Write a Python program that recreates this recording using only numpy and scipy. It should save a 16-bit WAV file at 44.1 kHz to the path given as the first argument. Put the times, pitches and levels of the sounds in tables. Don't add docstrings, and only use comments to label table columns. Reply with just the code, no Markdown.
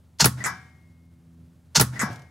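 import sys
import numpy as np
from scipy import signal
from scipy.fft import rfft, irfft
from scipy.io import wavfile
from scipy.ndimage import uniform_filter1d

SR = 44100
rng = np.random.default_rng(int(sys.argv[2]) if len(sys.argv) > 2 else 0)


def int16_out(signal):
    q = np.round(np.clip(np.atleast_2d(signal).T, -1, 1) * 32767)
    wavfile.write(sys.argv[1], SR, q.astype(np.int16))


N = 101430

# start_s, level_db
SHOTS = [(0.200, 1), (1.7538, 1)]
# delay_s, level_db, attack_s, hold_s, t60_s
BLAST = [(-0.0082, -13.5, 0.014, .008, 0.097)]
CLACKS = [(.0428, -14, 0.00065, 0.0042, .03), (.047, -24, 0.0013, .003, 0.047)]
VENT = [(.0548, -12, 0.0016, .002, 0.027), (.061, -25.5, .003, .003, 0.1)]
CLOSING = [(.0585, -17.5, 0.0014, 0.003, 0.059)]
# frequency_hz, gain_db
BLAST_COLOUR = [(150, -45.5), (250, -11.5), (651, -11), (906, 3), (1060, -7), (1240, -3.5), (1670, -4),
                (2400, -14.5), (2620, -5), (3580, -5.5), (4340, -1.5), (6820, 0.5), (7840, -9.5),
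                (11700, -19), (16000, -30.5)]
CLACK_COLOUR = [(150, -5), (300, -4), (560, -4), (850, -1.5), (1400, -5.5), (3100, -13), (5400, -6),
                (7500, -11.5), (12000, -17.5), (16000, -21)]
VENT_COLOUR = [(400, -9.5), (700, -6.5), (1200, -3), (2600, -13), (4500, -6.5), (7500, -8.5), (9500, -4),
               (11000, 2), (13000, -9.5), (15800, -4)]
CLOSING_COLOUR = [(200, -0.5), (380, 4), (560, -11.5), (850, -3), (1700, -2), (2600, -18), (5400, -12),
                  (8000, -21), (16000, -28)]
# frequency_hz, side_minus_mid_db
BLAST_WIDTH = [(200, -23), (1000, -24.5), (2000, -13.5), (4000, -29), (15000, -25.5)]
CLACK_WIDTH = [(150, -4), (400, -3), (1000, -4.5), (2000, 2.5), (5000, -1.5), (12000, -7.5)]
NEAR_WIDTH = [(200, -13), (400, -16.5), (1000, -11.5), (2000, -4), (5000, -8), (9000, -21), (15000, -27.5)]

def pistol():
    blast = each_shot(BLAST, BLAST_COLOUR, BLAST_WIDTH)
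    clacks = each_shot(CLACKS, CLACK_COLOUR, CLACK_WIDTH)
    vent = each_shot(VENT, VENT_COLOUR, NEAR_WIDTH)
    closing = each_shot(CLOSING, CLOSING_COLOUR, NEAR_WIDTH)
    return blast + clacks + vent + closing


# delay_s, level_db
PUSHES = [(.0179, -11), (0.0255, -5.5), (0.0301, -2.2), (.051, 2), (0.0852, -9)]
# pitch_hz, level_db, t60_s
BENCH_MODES = [(77.3, -21, .46), (123.8, -23, 0.66), (132.2, -17, 0.45), (153.6, -24, .21),
               (197.5, -37.5, .15), (279, -40.5, .25)]
# delay_s, level_db, attack_s, hold_s, t60_s
RUMBLE = [(.02, -36, 0.024, 0.013, 0.15)]
# frequency_hz, gain_db
RUMBLE_COLOUR = [(70, -7), (120, 2.5), (200, 0.5), (400, -7), (600, -23)]
# frequency_hz, side_minus_mid_db
RUMBLE_WIDTH = [(100, -5.5), (400, -6.5)]

def bench():
    boom = sum(ring(start + delay, hz, shot_db + push_db + db, t60)
               for start, shot_db in SHOTS
               for delay, push_db in PUSHES
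               for hz, db, t60 in BENCH_MODES)
    return bass_cut(boom) + each_shot(RUMBLE, RUMBLE_COLOUR, RUMBLE_WIDTH)


# delay_s, level_db, attack_s, hold_s, t60_s
TAP = [(.2025, -37, 0.0026, 0.0038, 0.15)]
CRACKS = [(.2397, -23.5, 0.00034, 0.0014, 0.011), (.2435, -26.5, 0.00081, 0.013, 0.12)]
CLANG = [(.257, -26.5, 0.0036, 0.0038, 0.24)]
SPLATTER = [(.257, -36, 0.0027, 0.0059, 0.11)]
# frequency_hz, gain_db
TAP_COLOUR = [(300, -2), (700, -43), (1200, -11), (1650, -3), (1950, 12.5), (2400, -19), (4000, -28),
              (12000, -37)]
CRACK_COLOUR = [(300, -9), (700, -12), (1200, -6.5), (2000, 6), (2800, -16.5), (4500, -19), (6300, -3.5),
                (8300, -3), (9800, -22.5), (15000, -30)]
CLANG_COLOUR = [(150, -15), (350, -11.5), (700, -4), (1000, 9), (1500, 5), (2100, -4.5), (2800, -22.5),
                (4400, -18.5), (5500, -5), (9000, -39), (15000, -53)]
SPLATTER_COLOUR = [(4000, -17), (8500, -16), (11000, -1.5), (12700, -16), (14000, -13), (16000, -29)]
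# frequency_hz, side_minus_mid_db
DIFFUSE_WIDTH = [(100, -21), (400, -14.5), (1000, -8.5), (2000, -5), (5000, -3.5), (9000, -12.5),
                 (15000, -25)]
# frequency_hz, left_minus_right_db
TARGET_BALANCE = [(380, 1.5), (700, 2.5), (1290, 2.5), (2380, 6), (4400, -0.5), (8120, -4.5), (15000, 4)]
# pitch_hz, level_db, t60_s
PLATE_MODES = [(751, -47, 0.65), (970, -42.5, 0.28), (1067, -42, 0.25), (1147, -48, 0.59),
               (1360, -39, 0.33), (1523, -34, 0.32), (1580, -37, 0.42), (1639, -38, 0.49),
               (1670, -33, 0.37), (1890, -53, .95), (1986, -26, 0.16), (2149, -52.5, 1.45),
               (2316, -43, 0.46), (2368, -51, .5), (3050, -60, 0.7), (3620, -57, .5), (5222, -48, 0.34),
               (6000, -51, 0.31)]
PLATE_DELAY_S, PLATE_SPREAD_S = .262, .00015

def backstop():
    impacts = [(TAP, TAP_COLOUR), (CRACKS, CRACK_COLOUR),
               (CLANG, CLANG_COLOUR), (SPLATTER, SPLATTER_COLOUR)]
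    hit = sum(each_shot(bursts, colour, DIFFUSE_WIDTH) for bursts, colour in impacts)
    lags = rng.uniform(0, PLATE_SPREAD_S, (len(PLATE_MODES), 2))
    plate = sum(np.array([ring(start + PLATE_DELAY_S + lag, hz, shot_db + db, t60) for lag in pair])
                for start, shot_db in SHOTS
                for (hz, db, t60), pair in zip(PLATE_MODES, lags))
    return np.array([shape(channel, [(hz, sign * db / 2) for hz, db in TARGET_BALANCE])
                     for channel, sign in zip(hit + plate, (1, -1))])


# delay_s, level_db, attack_s, hold_s, t60_s
SHELTER = [(.05, -30, 0.017, .005, .25)]
HILLSIDE = [(.15, -41, 0.034, 0.095, 0.68)]
# frequency_hz, gain_db
SHELTER_COLOUR = [(120, -23), (200, 0.5), (394, -24.5), (538, -19.5), (683, -24), (1300, -14.5),
                  (2650, -32), (5230, -27.5), (5840, -25.5), (10700, -28.5), (16000, -47.5)]
HILLSIDE_COLOUR = [(100, 7), (200, 7), (400, -13), (1000, -7.5), (1800, -6), (2800, -20.5), (5800, -21),
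                   (9000, -26.5), (15000, -39)]

def echoes():
    shelter = each_shot(SHELTER, SHELTER_COLOUR, DIFFUSE_WIDTH)
    return shelter + each_shot(HILLSIDE, HILLSIDE_COLOUR, DIFFUSE_WIDTH)


# start_s, level_db, pitch_hz, t60_s
THUDS = [(2.032, -12.5, 208.4, 0.057), (2.033, -26, 134.9, 0.51), (2.095, -25.5, 114, .3)]
# start_s, level_db, attack_s, hold_s, t60_s
CLATTER = [(2.031, -26, 0.00085, 0.001, 0.036), (2.052, -39.5, 0.012, 0.037, 0.42)]
TICKS = [(0.185, -47, 0.0024, 0.0033, 0.022), (1.848, -56, .001, 0.0011, 0.028),
         (2.093, -54, 0.018, .02, .2), (2.128, -55, 0.00082, .001, .03), (2.158, -48.5, .001, .001, .025),
         (2.193, -56.5, .001, 0.0011, 0.038), (2.218, -58.5, 0.0013, 0.0018, .05)]
# frequency_hz, gain_db
CLATTER_COLOUR = [(100, 6), (250, 4.5), (500, -2), (720, 3), (1000, -0.5), (2500, -19.5), (6000, -26),
                  (15000, -44)]
TICK_COLOUR = [(1000, -13.5), (3000, 0.5), (5500, 1.5), (8500, -6), (11000, -8), (15000, -17)]

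def handling():
    knock = sum(ring(start, hz, db, t60) for start, db, hz, t60 in THUDS)
    clatter = noise(CLATTER_COLOUR, DIFFUSE_WIDTH) * sum(envelope(*row) for row in CLATTER)
    ticks = noise(TICK_COLOUR, NEAR_WIDTH) * sum(envelope(*row) for row in TICKS)
    return bass_cut(bass_cut(knock)) + clatter + ticks


# harmonic, level_db
HUM = [(1, -56.5), (2, -56.5), (3, -61.5), (4, -73), (5, -81.5), (6, -84), (7, -84.5)]
# time_s, gain_db
HUM_SWELL = [(0, -9), (.6, -10.5), (.9, -2), (1.15, -2), (1.4, 3.5), (1.55, -1.5), (1.65, -7.5), (2.3, -6)]
HUM_HZ, HUM_WAVER = 83.06, .0055

def motor():
    pitch_hz = HUM_HZ * (1 + HUM_WAVER * wander(6))
    phase = 2 * np.pi * np.cumsum(pitch_hz) / SR
    swell = undb(np.interp(np.arange(N) / SR, *np.array(HUM_SWELL).T))
    hum = 0
    for harmonic, db in HUM:
        partial = np.sqrt(2) * undb(db) * np.sin(harmonic * phase + rng.uniform(0, 2 * np.pi))
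        hum += partial * (swell if harmonic > 1 else 1)
    return hum


# frequency_hz, gain_db
AIR_COLOUR = [(30, -36.5), (55, -18.5), (78, -1.5), (105, -2.5), (135, -1.5), (200, -11), (300, -19.5),
              (450, -23.5), (700, -28), (1200, -31.5), (2500, -37.5), (6000, -41), (11000, -42.5),
              (16000, -48.5)]
# frequency_hz, side_minus_mid_db
AIR_WIDTH = [(60, -14.5), (400, -18.5), (1000, -14.5), (2000, -12), (4400, -20), (15000, -23.5)]
AIR_DB, AIR_FLUTTER_DB = -57, 1

def open_air():
    return noise(AIR_COLOUR, AIR_WIDTH, ripple_db=0) * undb(AIR_DB + AIR_FLUTTER_DB * wander(54))


def each_shot(bursts, colour, width, shared=.85):
    common = noise(colour, width)
    out = 0
    for start, db in SHOTS:
        repeated = np.sqrt(shared) * np.roll(common, int(start * SR), axis=1)
        fresh = np.sqrt(1 - shared) * noise(colour, width)
        contour = sum(envelope(start + delay, *rest) for delay, *rest in bursts)
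        out += undb(db) * (repeated + fresh) * contour
    return out


def noise(colour, width, ripple_db=3.5, spacing_hz=22):
    lowest_hz, lowest_db = colour[0]
    colour = [(lowest_hz / 2, lowest_db - 30), *colour]
    hz = np.arange(500, SR / 2, spacing_hz)
    resonance_db = ripple_db * rng.standard_normal(len(hz)).clip(-2, 2) * (hz > hz[0])
    ripple = np.column_stack([hz, resonance_db])
    mid, side = (shape(shape(rng.standard_normal(N), colour), ripple) for _ in range(2))
    pair = mid + shape(side, width) * np.array([[1], [-1]])
    return pair / pair.std()


def envelope(start, db, attack, hold, t60):
    t = np.arange(N) / SR - start
    rise = np.clip(t / attack, 0, 1) ** 2
    release = np.exp(-np.log(1000) * np.maximum(t - attack - hold, 0) / t60)
    return undb(db) * rise * release


def ring(start, hz, db, t60):
    t = np.maximum(np.arange(N) / SR - start, 0)
    return undb(db) * np.sin(2 * np.pi * hz * t) * np.exp(-np.log(1000) * t / t60)


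def wander(rate_hz):
    span = int(SR / rate_hz)
    steps = np.repeat(rng.standard_normal(N // span + 1), span)
    drift = uniform_filter1d(uniform_filter1d(steps, span), span)[:N]
    return drift / drift.std()


def shape(x, points):
    hz, db = np.array(points, float).T
    bins_hz = np.maximum(np.fft.rfftfreq(N, 1 / SR), 1)
    return irfft(rfft(x) * undb(np.interp(np.log(bins_hz), np.log(hz), db)), N)


def bass_cut(x, corner_hz=110):
    return signal.sosfilt(signal.butter(2, corner_hz, "high", fs=SR, output="sos"), x)


def undb(db):
    return 10 ** (np.asarray(db) / 20)


def scene():
    return pistol() + bench() + backstop() + echoes() + handling() + motor() + open_air()


PEAK_CAP, TOP_HZ = .8, 15750

def record(dry):
    capped = np.clip(dry, -PEAK_CAP, PEAK_CAP)
    return signal.sosfilt(signal.ellip(10, .2, 80, TOP_HZ, fs=SR, output="sos"), capped)


dry = scene()
out = record(dry)
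int16_out(out)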